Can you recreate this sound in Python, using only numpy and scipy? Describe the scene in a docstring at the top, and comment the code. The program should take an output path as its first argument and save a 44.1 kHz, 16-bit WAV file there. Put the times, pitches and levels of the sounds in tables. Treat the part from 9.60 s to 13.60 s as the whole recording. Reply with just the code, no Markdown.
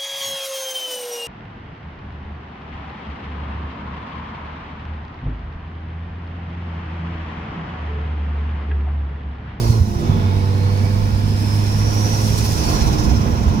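"""A turbocharged four-cylinder engine near 3000 rpm, heard inside the car as a booming series of orders.
The driver lifts and the drivetrain shudders; then the engine pulls and the turbo's whine rises with
its shaft speed. At a second lift the whine falls and the compressor surges: air breaks back through it
in fluttering puffs. Beneath it all the road, rougher towards the end, excites the body and the tyres."""
import sys
import numpy as np
from scipy import signal
from scipy.fft import rfft, irfft, dct
from scipy.io import wavfile
from scipy.ndimage import uniform_filter1d

SR = 44100
rng = np.random.default_rng(int(sys.argv[2]) if len(sys.argv) > 2 else 0)


def master_out(mix):
    """Clip the mix to full scale and print it as 16-bit PCM to the path in sys.argv[1]."""
    frames = np.transpose(np.atleast_2d(mix))
    ceiling = np.clip(frames, -1, 1)
    pcm = np.round(ceiling * 32767).astype(np.int16)
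    wavfile.write(sys.argv[1], SR, pcm)


N = 176400

# Noise spectra. Each row: frequency in Hz, relative spectral density in dB.
SHELL_SPECTRUM = [(10, -38), (24, -23), (31, 0), (38, 5), (47, 0), (60, 7.5), (72, 7), (95, -8),
                  (200, -46.5)]  # deep boom of the body shell
RUMBLE_SPECTRUM = [(20, -40), (55, -20), (80, 1), (125, 1), (165, -1.5), (195, -7), (232, 0.5),
                   (262, -14.5), (330, -17), (800, -84)]  # road rumble
TYRE_SPECTRUM = [(150, -48), (255, -5.5), (305, -0.5), (345, -6), (395, 1), (445, -2), (490, -0.5),
                 (560, -4.5), (610, -7), (680, -4), (760, -4.5), (900, -2), (1020, -3), (1150, -9),
                 (1350, -8), (1700, -18.5), (2600, -18.5), (4000, -22), (8000, -42), (16000, -60)]  # tyre roar
PIPE_SPECTRUM = [(2500, -16), (4000, -16.5), (4800, -11), (5200, -2.5), (5550, -1.5), (5900, -3.5),
                 (6300, -10.5), (6650, -10.5), (7300, -18.5), (9000, -39), (16000, -54)]  # resonance of the intake pipe
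HISS_SPECTRUM = [(1200, -18), (2500, 2.5), (4500, 5.5), (6500, 3.5), (7800, 0.5), (8700, 2.5),
                 (10200, -1.5), (11200, 3.5), (12500, -4.5), (13600, -1), (14900, -5), (16000, -5.5)]  # broad hiss of the intake air
CLATTER_SPECTRUM = [(700, 4.5), (1500, 2), (2300, -2), (3100, -2.5), (4300, -4.5), (5300, 1), (7000, -30),
                    (10000, -40), (16000, -35)]  # valves and injectors
# Envelopes. Each row: time in seconds, level in dB.
SHELL_LEVEL = [(0, -21), (.35, -25), (.6, -24), (.85, -31), (1.15, -28), (1.4, -21), (1.75, -28),
               (2.2, -28), (2.6, -24), (2.95, -24), (3.3, -18), (3.55, -18.5), (3.75, -20.5), (4, -25.5)]
RUMBLE_LEVEL = [(0, -31), (.2, -27), (.28, -27), (.44, -21.5), (.52, -19), (.7, -24.5), (1.1, -25.5),
                (1.4, -23.5), (2, -26), (2.6, -23), (2.95, -23), (3.2, -19), (3.6, -18.5), (3.85, -23),
                (4, -16.5)]
TYRE_LEVEL = [(0, -28.5), (.13, -31), (.26, -38.5), (.5, -29.5), (1, -32.5), (1.7, -35.5), (2.3, -30.5),
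              (2.6, -28.5), (2.92, -30.5), (3.1, -24), (3.3, -26), (3.65, -28), (4, -28)]
CLATTER_LEVEL = [(0, -48), (.25, -48), (.55, -41), (1.2, -37.5), (2, -35), (2.7, -38), (3.2, -41), (4, -52)]
WHIRR_LEVEL = [(0, -63), (.35, -67), (.6, -45), (.95, -52), (1.2, -42), (1.45, -49), (1.8, -55), (2.6, -57),
               (3, -72), (4, -61)]  # accessory drive
FIRING_LEVEL = [(0, -17.5), (.1, -18), (.19, -13.5), (.27, -25.5), (.44, -34.5), (.51, -16), (.8, -16),
                (1.3, -17), (2, -17.5), (2.65, -18), (2.85, -19), (3, -25.5), (3.5, -25.5), (4, -21.5)]  # the firing tone, which also stands for engine load
# Shudders and bumps. Each row: centre in seconds, pitch in Hz, 1/e half-length in seconds, peak in dB.
JOLTS = [(.105, 99, 0.0066, -3.5), (.218, 91, 0.011, -1), (.367, 89.7, 0.0081, -10),
         (.497, 105.2, 0.0062, -6), (.518, 118.4, .005, -19), (3.879, 68, .014, -5.5)]
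# Intake airflow. Each row: time in seconds, pipe level in dB, hiss level in dB.
AIRFLOW = [(0, -38.5, -36), (.11, -38, -39.5), (.25, -44, -49), (.45, -42, -50.5), (.55, -47.5, -54),
           (.8, -48.5, -48.5), (1.28, -46.5, -44.5), (1.5, -45.5, -47.5), (1.8, -45, -40.5),
           (2.2, -38, -39.5), (2.4, -34, -37), (2.72, -32.5, -34), (2.95, -32, -34.5), (3.15, -32, -35),
           (3.4, -36, -47), (3.66, -39.5, -56), (3.92, -41, -60), (4, -39.5, -61)]
# Compressor surge. Each row: peak time in seconds, change of the pipe in dB, change of the hiss in dB.
SURGE_PUFFS = [(.107, 1, 2), (.285, -3, 4), (.34, 0, 4), (.4, -2, 7), (.46, 1.5, 0), (2.785, 1, 6.5),
               (2.853, 0, 4.5), (2.918, 4, 2), (2.98, 3.5, 2.5), (3.039, 3.5, 3.5), (3.095, 4, 3),
               (3.155, 4, 0), (3.215, 6.5, 1), (3.274, 2.5, 5), (3.335, 5, 6), (3.393, 7.5, 8),
               (3.448, 5, 12), (3.503, 6, 10), (3.57, 6.5, 2), (3.615, 3, 2), (3.672, 1, 5), (3.735, -3, 4),
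               (3.785, 3, 0), (3.835, 1.5, 12), (3.885, 1.5, 13), (3.945, -1, 14), (3.99, 1.5, 4)]
# Turbo whine. Each row: time in seconds, pitch in Hz, level of the whistle's core in dB.
TURBO_WHINE = [(0, 4710, -44), (.12, 4340, -42), (.28, 3930, -59), (.5, 3494, -46.5), (.62, 3500, -47),
               (.85, 3940, -53), (1.12, 4450, -49), (1.4, 4800, -57), (1.74, 5130, -44.5),
               (1.87, 5250, -38), (2.05, 5360, -42.5), (2.25, 5640, -37.5), (2.33, 5650, -35),
               (2.48, 5770, -34.5), (2.66, 5665, -38), (2.8, 5570, -41), (2.98, 4969, -43),
               (3.13, 4370, -39.5), (3.5, 3460, -54), (4, 2936, -71)]
# Engine speed. Each row: time in seconds, firings per second.
FIRING_RATE = [(0, 118), (.15, 111), (.28, 100), (.45, 96.5), (.68, 96.2), (1, 97.5), (1.3, 99.2),
               (1.7, 101), (2, 102.7), (2.5, 105), (2.75, 106), (3, 104.5), (3.3, 102.3), (3.55, 100.3),
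               (4, 98)]
# Engine orders. Each row: multiple of the firing rate, level under load in dB, level coasting in dB.
ORDERS = [(.5, -34, -29.5), (1.5, -33, -47), (2, -31.5, -33), (2.5, -46, -44), (3.5, -65.5, -32),
          (4.5, -47, -52), (5.5, -60, -69), (6, -61, -54), (7, -49, -41.5), (8, -54, -39), (9, -39, -58),
          (9.5, -73, -72), (10, -47, -57), (13, -57, -49), (19, -59, -74)]
# Cabin drone. Each row: time in seconds, levels in dB at 3, 4 and 5 times the firing rate.
DRONE_LEVELS = [(0, -33, -39, -42), (.15, -41.5, -41, -50), (.27, -54, -51, -57), (.5, -47, -39, -42),
                (.75, -43, -40, -36.5), (1.3, -42, -37.5, -37.5), (1.55, -48, -52, -45),
                (2, -37, -47.5, -45), (2.2, -44, -46, -54), (2.45, -42, -47.5, -37), (2.9, -44, -38, -52),
                (3.2, -35, -44.5, -57), (3.5, -31, -49, -46), (3.75, -44, -42, -54), (4, -42, -42, -52)]
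# Microphone balance. Each row: frequency in Hz, left minus right in dB.
STEREO_TILT = [(40, -8), (100, -4.5), (210, -3), (330, -4.5), (700, -2.5), (1100, -9.5), (1350, -3),
               (1700, -5), (2800, -3.5), (3600, -1.5), (4500, -0.5), (5700, -7), (6600, 0.5), (8300, 2.5),
               (9500, 6), (11000, 16), (12800, -2), (14800, -6), (16000, -8)]
# Likeness of the noise at the two microphones. Each row: frequency in Hz, coherence from 0 to 1.
COHERENCE = [(30, 1), (100, 0.86), (220, 0.91), (340, .5), (620, 0.05), (820, 0.53), (1330, 0.96),
             (1750, 0.054), (2400, 0.6), (3300, 0.27), (5000, 0.081), (5850, 0.54), (6250, .1),
             (6700, 0.27), (8500, .1), (16000, .05)]
# Phase between the microphones. Each row: frequency in Hz, lead of the left in radians.
PHASE_LEAD = [(40, 0.86), (100, 0.21), (240, 0.42), (320, 0.97), (420, -0.5), (800, -2), (1200, -2.5),
              (1500, -4.5), (2100, -5), (2600, -5), (3200, -3), (4600, -7), (5850, -8.5), (6700, -5)]

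RIPPLE_DB, RIPPLE_STEP_HZ, RIPPLE_FULL_HZ = 1.94, 69.5, 340
PUFF_RISE_S, PUFF_FALL_S = 0.012, 0.016
PIPE_FLICKER_DB, HISS_FLICKER_DB, WHINE_FLICKER_DB, TURBULENCE_DB = 0.4, 1, 1, 1.33
SKIRT_DB, OCTAVE_DB = -3.5, -20  # relative to the whistle's core
SPEED_JITTER, WHINE_JITTER, CLATTER_DEPTH = .003, .00298, 0.19  # fractions of the mean
ORDER_WAVER_DB, FIRING_WAVER_DB = 1.5, .5
WHIRR_PER_FIRING = 23
CEILING, CUTOFF_HZ = .92, 15850


def amp(db):
    """Amplitude grows tenfold with every 20 dB."""
    return 10 ** (np.asarray(db) / 20)


def unit(x):
    """Normalisation to an rms of one."""
    return x / np.sqrt(np.mean(x ** 2) + 1e-20)


def curve(rows, column=1):
    """Linear interpolation of a time table at every sample."""
    rows = np.array(rows)
    return np.interp(np.arange(N) / SR, rows[:, 0], rows[:, column])


def at_frequency(rows, hz):
    """Interpolation of a table on a logarithmic frequency axis."""
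    f, value = np.transpose(rows)
    return np.interp(np.log(hz + 1), np.log(f + 1), value)


def filtered(x, gain):
    """Filtering is spectral multiplication, here by N gains from zero to half the sample rate."""
    return idct_spectrum(dct(x, norm="ortho") * gain)


def idct_spectrum(spectrum):
    """A sum of weighted cosines restores the waveform."""
    return dct(spectrum, type=3, norm="ortho")


def wander(rate_hz):
    """Low-passed noise gives a smooth random drift of rms one."""
    f = np.fft.rfftfreq(N, 1 / SR)
    lowpass = np.exp(-(f / rate_hz) ** 2) * (f > 0)
    return unit(irfft(rfft(rng.standard_normal(N)) * lowpass, N))


def noise(spectrum):
    """Partial coherence: two microphones share only part of a coloured noise."""
    f = np.fft.rfftfreq(N, 1 / SR)
    shared, separate = rfft(rng.standard_normal((2, N)))
    coherence = np.clip(at_frequency(COHERENCE, f), 0, 1)
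    left = shared * np.exp(1j * at_frequency(PHASE_LEAD, f))
    right = coherence * shared + np.sqrt(1 - coherence ** 2) * separate
    return unit(irfft(np.array([left, right]) * amp(at_frequency(spectrum, f)), N))


def turbulent(x):
    """Turbulence modulates a noise: small patches of its spectrum swell and sink."""
    frames = signal.stft(x, nperseg=512, noverlap=384)[2]
    patches = uniform_filter1d(rng.standard_normal(frames.shape[1:]), size=5, axis=0)
    patches = unit(uniform_filter1d(patches, size=12, axis=1))
    frames = frames * amp(TURBULENCE_DB * patches)
    return unit(signal.istft(frames, nperseg=512, noverlap=384)[1][:, :N])


def tone(phase, hz):
    """A sinusoid of rms one reaches the two microphones with a phase difference."""
    return np.sqrt(2) * np.array([np.cos(phase + at_frequency(PHASE_LEAD, hz)), np.cos(phase)])


def narrowband(phase, width_hz):
    """Random modulation broadens a spectral line, independently at each microphone."""
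    return np.array([unit(wander(width_hz / 2) * np.cos(phase) + wander(width_hz / 2) * np.sin(phase))
                     for side in range(2)])


def cabin(x):
    """Interference of reflections off glass and trim ripples the spectrum at each microphone."""
    f = np.arange(N) * SR / (2 * N)
    sides = rng.standard_normal((2, 1000))
    ripple = np.array([np.interp(f / RIPPLE_STEP_HZ, np.arange(len(side)), side) for side in sides])
    return filtered(x, amp(RIPPLE_DB * ripple * np.minimum(f / RIPPLE_FULL_HZ, 1)))


def road():
    """Random excitation: rough asphalt makes the shell boom, the body rumble and the tyres roar."""
    boom = amp(curve(SHELL_LEVEL)) * noise(SHELL_SPECTRUM)
    rumble = amp(curve(RUMBLE_LEVEL)) * noise(RUMBLE_SPECTRUM)
    roar = amp(curve(TYRE_LEVEL)) * turbulent(noise(TYRE_SPECTRUM))
    return boom + rumble + roar


def jolts():
    """Transient excitation: each shudder or bump swings the cabin air for a few cycles."""
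    t = np.arange(N) / SR
    out = np.zeros((2, N))
    for centre_s, hz, half_s, peak_db in JOLTS:
        envelope = amp(peak_db) / np.sqrt(2) * np.exp(-((t - centre_s) / half_s) ** 2)
        out += envelope * tone(2 * np.pi * hz * (t - centre_s), hz)
    return out


def intake():
    """Flow noise and surge: against the shut throttle, air breaks back through the compressor in puffs."""
    t = np.arange(N) / SR
    pipe_db = curve(AIRFLOW) + PIPE_FLICKER_DB * wander(30)
    hiss_db = curve(AIRFLOW, column=2) + HISS_FLICKER_DB * wander(28)
    for peak_s, pipe_change_db, hiss_change_db in SURGE_PUFFS:
        width_s = np.where(t < peak_s, PUFF_RISE_S, PUFF_FALL_S)
        puff = np.exp(-((t - peak_s) / width_s) ** 2)
        pipe_db += pipe_change_db * puff
        hiss_db += hiss_change_db * puff
    pipe = amp(pipe_db) * turbulent(noise(PIPE_SPECTRUM))
    return pipe + amp(hiss_db) * turbulent(noise(HISS_SPECTRUM))


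def turbo():
    """A rotor's tone follows its shaft speed; turbulence broadens it into an airy whistle."""
    hz = curve(TURBO_WHINE) * (1 + WHINE_JITTER * wander(26.7))
    phase = 2 * np.pi * np.cumsum(hz) / SR
    core = narrowband(phase, width_hz=190)
    skirt = amp(SKIRT_DB) * narrowband(phase, width_hz=710)
    octave = amp(OCTAVE_DB) * narrowband(2 * phase, width_hz=450)
    level_db = curve(TURBO_WHINE, column=2) + WHINE_FLICKER_DB * wander(35)
    return amp(level_db) * (core + skirt + octave)


def accessory_whirr(firing_phase):
    """Coupled rotation: the accessory drive whirrs at a fixed multiple of the firing rate."""
    return amp(curve(WHIRR_LEVEL)) * narrowband(WHIRR_PER_FIRING * firing_phase, width_hz=84)


def valve_clatter(firing_phase):
    """Amplitude modulation: valve and injector noise pulses once per firing."""
    pulsing = 1 + CLATTER_DEPTH * np.cos(firing_phase)
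    return amp(curve(CLATTER_LEVEL)) * unit(turbulent(noise(CLATTER_SPECTRUM)) * pulsing)


def engine():
    """Periodic firing gives a fundamental and a series of orders whose balance shifts with load."""
    hz = curve(FIRING_RATE) * (1 + SPEED_JITTER * wander(11.2))
    phase = 2 * np.pi * np.cumsum(hz) / SR
    firing_db = curve(FIRING_LEVEL)
    load = (firing_db - firing_db.min()) / np.ptp(firing_db)  # 0 coasting, 1 pulling hardest
    boom = amp(firing_db + FIRING_WAVER_DB * wander(14)) * tone(phase, hz)
    orders = [(k, coast_db + load * (loaded_db - coast_db)) for k, loaded_db, coast_db in ORDERS]
    drone = [(k, curve(DRONE_LEVELS, column=k - 2)) for k in (3, 4, 5)]
    for k, level_db in orders + drone:
        gain = amp(level_db + ORDER_WAVER_DB * wander(3.3))
        boom += gain * tone(k * phase + 2 * np.pi * rng.random(), k * hz)
    return boom + valve_clatter(phase) + accessory_whirr(phase)


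def scene():
    """Superposition: all sources add in the cabin, heard from the driver's seat."""
    return cabin(engine() + jolts() + road() + turbo() + intake())


def record(dry):
    """Each microphone has its own frequency response; saturation rounds peaks before a band limit."""
    f = np.arange(N) * SR / (2 * N)
    tilt_db = at_frequency(STEREO_TILT, f)
    response = amp(np.array([tilt_db, -tilt_db]) / 2)
    coloured = filtered(dry, response / np.sqrt(np.mean(response ** 2, axis=0)))
    rounded = coloured / (1 + (coloured / CEILING) ** 12) ** (1 / 12)
    lowpass = np.clip((CUTOFF_HZ - f) / 200 + .5, 0, 1)
    return filtered(rounded, lowpass)


dry = scene()
out = record(dry)
master_out(out)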